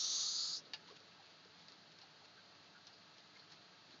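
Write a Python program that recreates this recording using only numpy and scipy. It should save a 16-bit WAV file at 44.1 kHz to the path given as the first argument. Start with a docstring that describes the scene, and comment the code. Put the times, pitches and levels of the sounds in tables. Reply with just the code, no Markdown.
"""A plastic tank in a quiet room with a faint hum, heard through a small narrow-band microphone.
A hissing cockroach, nudged by a hand, forces air through its spiracles: turbulence excites the air
tube in one loud hiss, whose resonances rise as the push fades. Something taps the wall and rings
its modes; then bark chips tick, rustle and knock under the insect and the hand, and claws scratch."""
import sys
import numpy as np
from scipy import signal
from scipy.fft import rfft, irfft, next_fast_len
from scipy.io import wavfile
from scipy.ndimage import map_coordinates

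SR = 44100
rng = np.random.default_rng(int(sys.argv[2]) if len(sys.argv) > 2 else 0)


def store_pcm(level_fs):
    """Save levels as 16-bit WAV."""
    pcm = np.round(np.clip(level_fs, -1, 1) * 32767).astype(np.int16)
    wavfile.write(sys.argv[1], SR, np.atleast_2d(pcm).T)


N = 176400

# room noise spectrum: frequency_hz, gain_db
ROOM_SPECTRUM = [(30, -50.5), (60, -24.5), (80, -15), (100, -8), (165, 1), (260, -4), (550, -5),
                 (1050, -5.5), (1550, -5.5), (2350, -9), (3500, -6.5), (4200, -1.5), (4700, -4),
                 (5150, -11.5), (6000, -14.5), (6750, -17.5), (7200, -27.5), (7700, -37)]
# narrow resonances in a fan's noise: centre_hz, level_over_room_db
FAN_RESONANCES = [(730, -7.5), (890, 0), (1319, 3), (1475, 2.5), (1610, 3), (1650, 3), (1820, 0),
                  (2530, 1.5), (2660, 6.5), (3300, -1), (4220, -0.5), (4720, -2)]
# mains and fan tones: pitch_hz, level_db
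HUM_TONES = [(100, -85.5), (200, -86), (300, -84), (646, -83.5), (700, -84), (1265, -81.5)]

# the hand brushing the tank: middle_s, half_length_s, level_db
HAND_RUBS = [(.67, 0.13, -69), (.9, .015, -69)]
# its dull spectrum: frequency_hz, gain_db
RUB_SPECTRUM = [(110, -19), (250, 0), (430, 0.5), (700, -9.5), (1200, -19.5), (3000, -38)]
# bark pushed aside: middle_s, half_length_s, level_db
BARK_RUSTLES = [(0.89, .025, -62), (0.964, 0.01, -60), (1.09, .04, -69.5), (1.283, 0.045, -66.5),
                (1.61, 0.036, -66.5), (1.724, 0.039, -75), (2.258, 0.015, -65), (2.66, .02, -69.5),
                (3.18, 0.017, -66.5), (3.37, 0.02, -64.5), (3.529, 0.029, -63.5), (3.623, 0.012, -69),
                (3.928, 0.027, -65)]
# spectrum of sliding bark: frequency_hz, gain_db
RUSTLE_SPECTRUM = [(150, -15.5), (700, -4), (2200, -0.5), (3200, 3), (4400, 7.5), (5500, -5.5), (6800, -7),
                   (8000, -28)]
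# larger chips knocking: start_s, pitch_hz, level_db
BARK_KNOCKS = [(.88, 970, -61), (.9, 1150, -61), (.907, 448, -54.5), (1.005, 438, -64.5), (1.19, 778, -58),
               (1.45, 424, -62), (2.028, 800, -61), (2.208, 815, -63.5), (2.372, 1545, -58.5),
               (2.748, 1490, -57), (2.89, 830, -66), (3.355, 2130, -61.5), (3.883, 280, -64),
               (3.936, 285, -60)]
# chips snapping: start_s, level_db
BARK_TICKS = [(0.882, -64), (0.9117, -54), (1.003, -55), (1.449, -58.5), (1.594, -57), (1.6835, -48.5),
              (1.698, -58), (1.7208, -54), (1.919, -55), (1.987, -54), (2.016, -52.5), (2.55, -58),
              (2.8695, -49), (2.876, -56), (3.1828, -56), (3.521, -51)]
# spectrum of a snap: frequency_hz, gain_db
TICK_SPECTRUM = [(300, -17), (1500, -5), (2800, -3.5), (4300, 4.5), (5200, 2.5), (6500, -12.5), (8000, -7)]
# claws slipping on plastic: start_s, pitch_hz, level_db
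CLAW_SCRATCHES = [(.645, 4200, -59.5), (2.01, 4400, -60), (2.926, 4700, -62.5), (3.388, 4380, -58.5),
                  (3.912, 4100, -63)]

# modes of the plastic wall: pitch_hz, gain_db, t60_s
WALL_MODES = [(750, -18, 0.12), (868, -18.5, 0.19), (1169, -17.5, 0.17), (1730, -16, 0.12),
              (2250, -9, 0.072), (2790, -0.5, 0.044), (2910, -5, .05), (3280, -7, 0.049), (3640, -4, .045),
              (3796, -2, .046), (4440, 4, 0.038), (4660, -3, .052), (4822, -2.5, 0.062), (5210, -8, .045)]
# spectrum of the tap's crack: frequency_hz, gain_db
CRACK_SPECTRUM = [(150, -16.5), (700, -13), (1800, -4.5), (3300, -2.5), (4700, 1.5), (6000, -9.5),
                  (7500, -14)]

# push of air behind the hiss: time_s, level_db
AIR_PUSH = [(0, -38.5), (.1, -38.5), (.21, -37.5), (.31, -41), (0.418, -40), (.51, -41.5), (.565, -43),
            (.592, -51), (.607, -62)]
# broad turbulence under the resonances: frequency_hz, gain_db
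TURBULENCE_SPECTRUM = [(80, -49), (200, -25), (800, -23.5), (2000, -24.5), (3500, -28), (5500, -4.5),
                       (7000, -6.5), (9000, -17)]
# resonances of the air tube: start_hz, rise_hz_per_s, width_hz, gain_db, fade_db_per_s
TUBE_RESONANCES = [(1203, 280, 360, -18.5, -16.5), (2780, 200, 300, -17, 14), (3820, 210, 890, 0, 3),
                   (4360, 250, 900, -1, -20), (4650, 800, 620, -1, -6.5), (5610, 2060, 950, 3.5, 15.5),
                   (6120, 2000, 550, 2.5, 9)]

# treble roll-off of the microphone: frequency_hz, gain_db
MIC_ROLLOFF = [(6900, 0), (7200, -12.5), (7600, -20), (8000, -23.5), (9100, -30)]

TIME_S = np.arange(N) / SR


def amp(db):
    """Amplitude grows tenfold every 20 dB."""
    return 10 ** (np.asarray(db) / 20)


def unit(x):
    """Normalisation to an rms of 1."""
    return x / np.sqrt(np.mean(x ** 2) + 1e-20)


def gain_at(spectrum, hz):
    """Interpolation of a spectrum on a logarithmic frequency axis."""
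    points_hz, points_db = np.transpose(spectrum)
    return amp(np.interp(np.log(hz + 1), np.log(points_hz + 1), points_db))


def filtered(x, response):
    """Filtering multiplies the spectrum by a frequency response."""
    size = next_fast_len(N + SR // 2)
    return irfft(rfft(x, size) * response(np.fft.rfftfreq(size, 1 / SR)), size)[:N]


def noise(spectrum):
    """Spectral shaping turns white noise into coloured noise of rms 1."""
    return unit(filtered(rng.standard_normal(N), lambda hz: gain_at(spectrum, hz)))


def wobble(knots_per_s):
    """Smooth random modulation: a spline through random knots."""
    return map_coordinates(rng.standard_normal(N // 8), [TIME_S * knots_per_s], mode="mirror")


def decay(t, t60_s):
    """Exponential damping: a fall of 60 dB in t60_s."""
    return np.exp(-np.log(1000) * t / t60_s)


def swells(rows):
    """Superposition of Gaussian envelopes."""
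    return sum(amp(db) * np.exp(-.5 * ((TIME_S - middle) / half) ** 2) for middle, half, db in rows)


def reflected(x, db, count=10):
    """Early reflection: nearby walls add weak, delayed copies."""
    delays_s = rng.uniform(.002, .016, count)
    gains = rng.choice([-1, 1], count) * amp(db) / np.sqrt(count)
    echoes = sum(gain * np.pad(x, (int(delay * SR), 0))[:N] for delay, gain in zip(delays_s, gains))
    return (x + echoes) / np.sqrt(1 + amp(db) ** 2)


def scuffs(rows, width_hz, rise_s, t60_s):
    """Forced resonance: each burst of friction noise drives one damped band."""
    out, t = np.zeros(N + SR), np.arange(SR // 5) / SR
    envelope = (1 - np.exp(-t / rise_s)) * decay(t, t60_s)
    envelope /= envelope.max()
    for start_s, pitch_hz, db in rows:
        b, a = signal.iirpeak(pitch_hz, pitch_hz / width_hz, SR)
        friction = envelope * rng.standard_normal(len(t))
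        burst = unit(signal.lfilter(b, a, signal.lfilter(b, a, friction)))
        out[round(start_s * SR):][:len(t)] += amp(db) * burst * np.sqrt(np.mean(envelope ** 2) / 2)
    return out[:N]


def room(level_db=-63.5, fan_width_hz=28):
    """Resonance: a fan raises narrow peaks in the steady noise of the room."""
    def fan(hz):
        peaks = sum(amp(db) ** 2 * np.exp(-(2 * (hz - centre_hz) / fan_width_hz) ** 2)
                    for centre_hz, db in FAN_RESONANCES)
        return np.sqrt(1 + peaks)
    return amp(level_db) * unit(filtered(reflected(noise(ROOM_SPECTRUM), db=-12.5), fan))


def hum(drift_rad=.66):
    """Phase modulation makes the mains and fan tones slightly unsteady."""
    return sum(amp(db) * np.sqrt(2) * np.sin(2 * np.pi * hz * TIME_S + drift_rad * wobble(4.07))
               for hz, db in HUM_TONES)


def hand_rubs():
    """Sliding friction of the hand on the tank gives swells of dull noise."""
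    return swells(HAND_RUBS) * noise(RUB_SPECTRUM)


def bark_rustles(grains_per_s=1800):
    """Shot noise: tiny random impulses merge as chips slide over each other."""
    grains = (rng.random(N) < grains_per_s / SR) * rng.standard_normal(N)
    return swells(BARK_RUSTLES) * unit(filtered(grains, lambda hz: gain_at(RUSTLE_SPECTRUM, hz)))


def bark_knocks():
    """Damped resonance: larger chips shift against each other with a dull knock."""
    return scuffs(BARK_KNOCKS, width_hz=140, rise_s=.0036, t60_s=.078)


def claw_scratches():
    """Friction: each slip of a claw on the plastic stirs one high resonance."""
    return scuffs(CLAW_SCRATCHES, width_hz=740, rise_s=.006, t60_s=.17)


def bark_ticks(rise_s=.00015, echo_db=-7):
    """Two-stage decay: a dry snap of bark dies fast, its echo in the tank more slowly."""
    envelope, t = np.zeros(N), np.arange(SR // 8) / SR
    snap = (1 - np.exp(-t / rise_s)) * (decay(t, t60_s=.009) + amp(echo_db) * decay(t, t60_s=.088))
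    for start_s, db in BARK_TICKS:
        envelope[round(start_s * SR):][:len(t)] += amp(db) * snap
    return envelope * noise(TICK_SPECTRUM)


def wall_tap(start_s=.7346, gain_db=-41.5, reflection_s=.0077, reflection_db=-9, rise_s=.00069):
    """Modal vibration: a tap rings the wall with a crack, followed at once by a weaker reflection."""
    out, t = np.zeros(N), np.arange(SR // 4) / SR
    attack = 1 - np.exp(-t / rise_s)
    crack_and_echo = amp(-4) * decay(t, t60_s=.03) + amp(-9) * decay(t, t60_s=.15)
    for arrival_s, arrival_db in [(start_s, gain_db), (start_s + reflection_s, gain_db + reflection_db)]:
        ring = sum(amp(db + rng.normal(0, 1)) * decay(t, t60_s)
                   * np.sin(2 * np.pi * (hz * t + rng.random())) for hz, db, t60_s in WALL_MODES)
        crack = noise(CRACK_SPECTRUM)[:len(t)] * crack_and_echo
        out[round(arrival_s * SR):][:len(t)] += amp(arrival_db) * (ring + crack) * attack
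    return out


def resonance(hz, centre_hz, width_hz, steepness=1.95):
    """Power response of one broad resonance, 1 at its centre."""
    return (1 + (2 * (hz - centre_hz) / width_hz) ** 2 / steepness) ** (-2 * steepness)


def tube_power(hz, t, shut_s=.591, shut_half_s=.03, notch_db=-6, notch_rise_hz_per_s=950):
    """Resonance and antiresonance: rising peaks and a notch shape the air tube's power spectrum."""
    peaks = sum(amp(db - fade * t) ** 2 * resonance(hz, start_hz + rise * t, width_hz)
                for start_hz, rise, width_hz, db, fade in TUBE_RESONANCES)
    shutting = amp(12.5) * np.exp(-((t - shut_s) / shut_half_s) ** 2)
    sharpening = shutting ** 2 * resonance(hz, centre_hz=5300, width_hz=1900)  # as the spiracle shuts
    notch = amp(notch_db * resonance(hz, centre_hz=5150 + notch_rise_hz_per_s * t, width_hz=330))
    return (gain_at(TURBULENCE_SPECTRUM, hz) ** 2 + peaks + sharpening) * notch ** 2


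def hiss(flutter_db=.53, flutter_per_s=86):
    """Source and filter: turbulent air, coloured by the tube, is as loud as the push behind it."""
    hz, frame_s, turbulence = signal.stft(rng.standard_normal(N), SR, nperseg=512)
    push_s, push_db = np.transpose(AIR_PUSH)
    power = tube_power(hz[:, None], np.minimum(frame_s, push_s[-1]))
    colour = np.sqrt(power / power.sum(axis=0))  # equal power in every frame
    jet = unit(signal.istft(turbulence * colour, nperseg=512)[1][:N])
    level_db = np.interp(TIME_S, push_s, push_db, right=-np.inf)
    return jet * amp(level_db + flutter_db * wobble(flutter_per_s))


def mic_band(hz, low_cut_hz=78):
    """Band-pass response: the microphone loses deep bass and high treble."""
    return gain_at(MIC_ROLLOFF, hz) * (1 - 1 / (1 + (hz / low_cut_hz) ** 6))


def treble_cut(hz, corner_hz=7450):
    """A steep low-pass response dulls everything but the hiss."""
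    return 1 / np.sqrt(1 + (hz / corner_hz) ** 120)


def scene():
    """Superposition of the room, the small contacts and the hiss reflected by the tank walls."""
    contacts = wall_tap() + bark_ticks() + bark_rustles() + hand_rubs() + bark_knocks() + claw_scratches()
    hiss_in_tank = filtered(reflected(hiss(), db=-12), mic_band)
    background = hum() + room() + filtered(contacts, mic_band)
    return (filtered(background, treble_cut) + hiss_in_tank)[None]


def record(dry, limit_hz=9250):
    """Band limiting: nothing above the limit passes."""
    return filtered(dry[0], lambda hz: hz < limit_hz)[None]


dry = scene()
out = record(dry)
store_pcm(out)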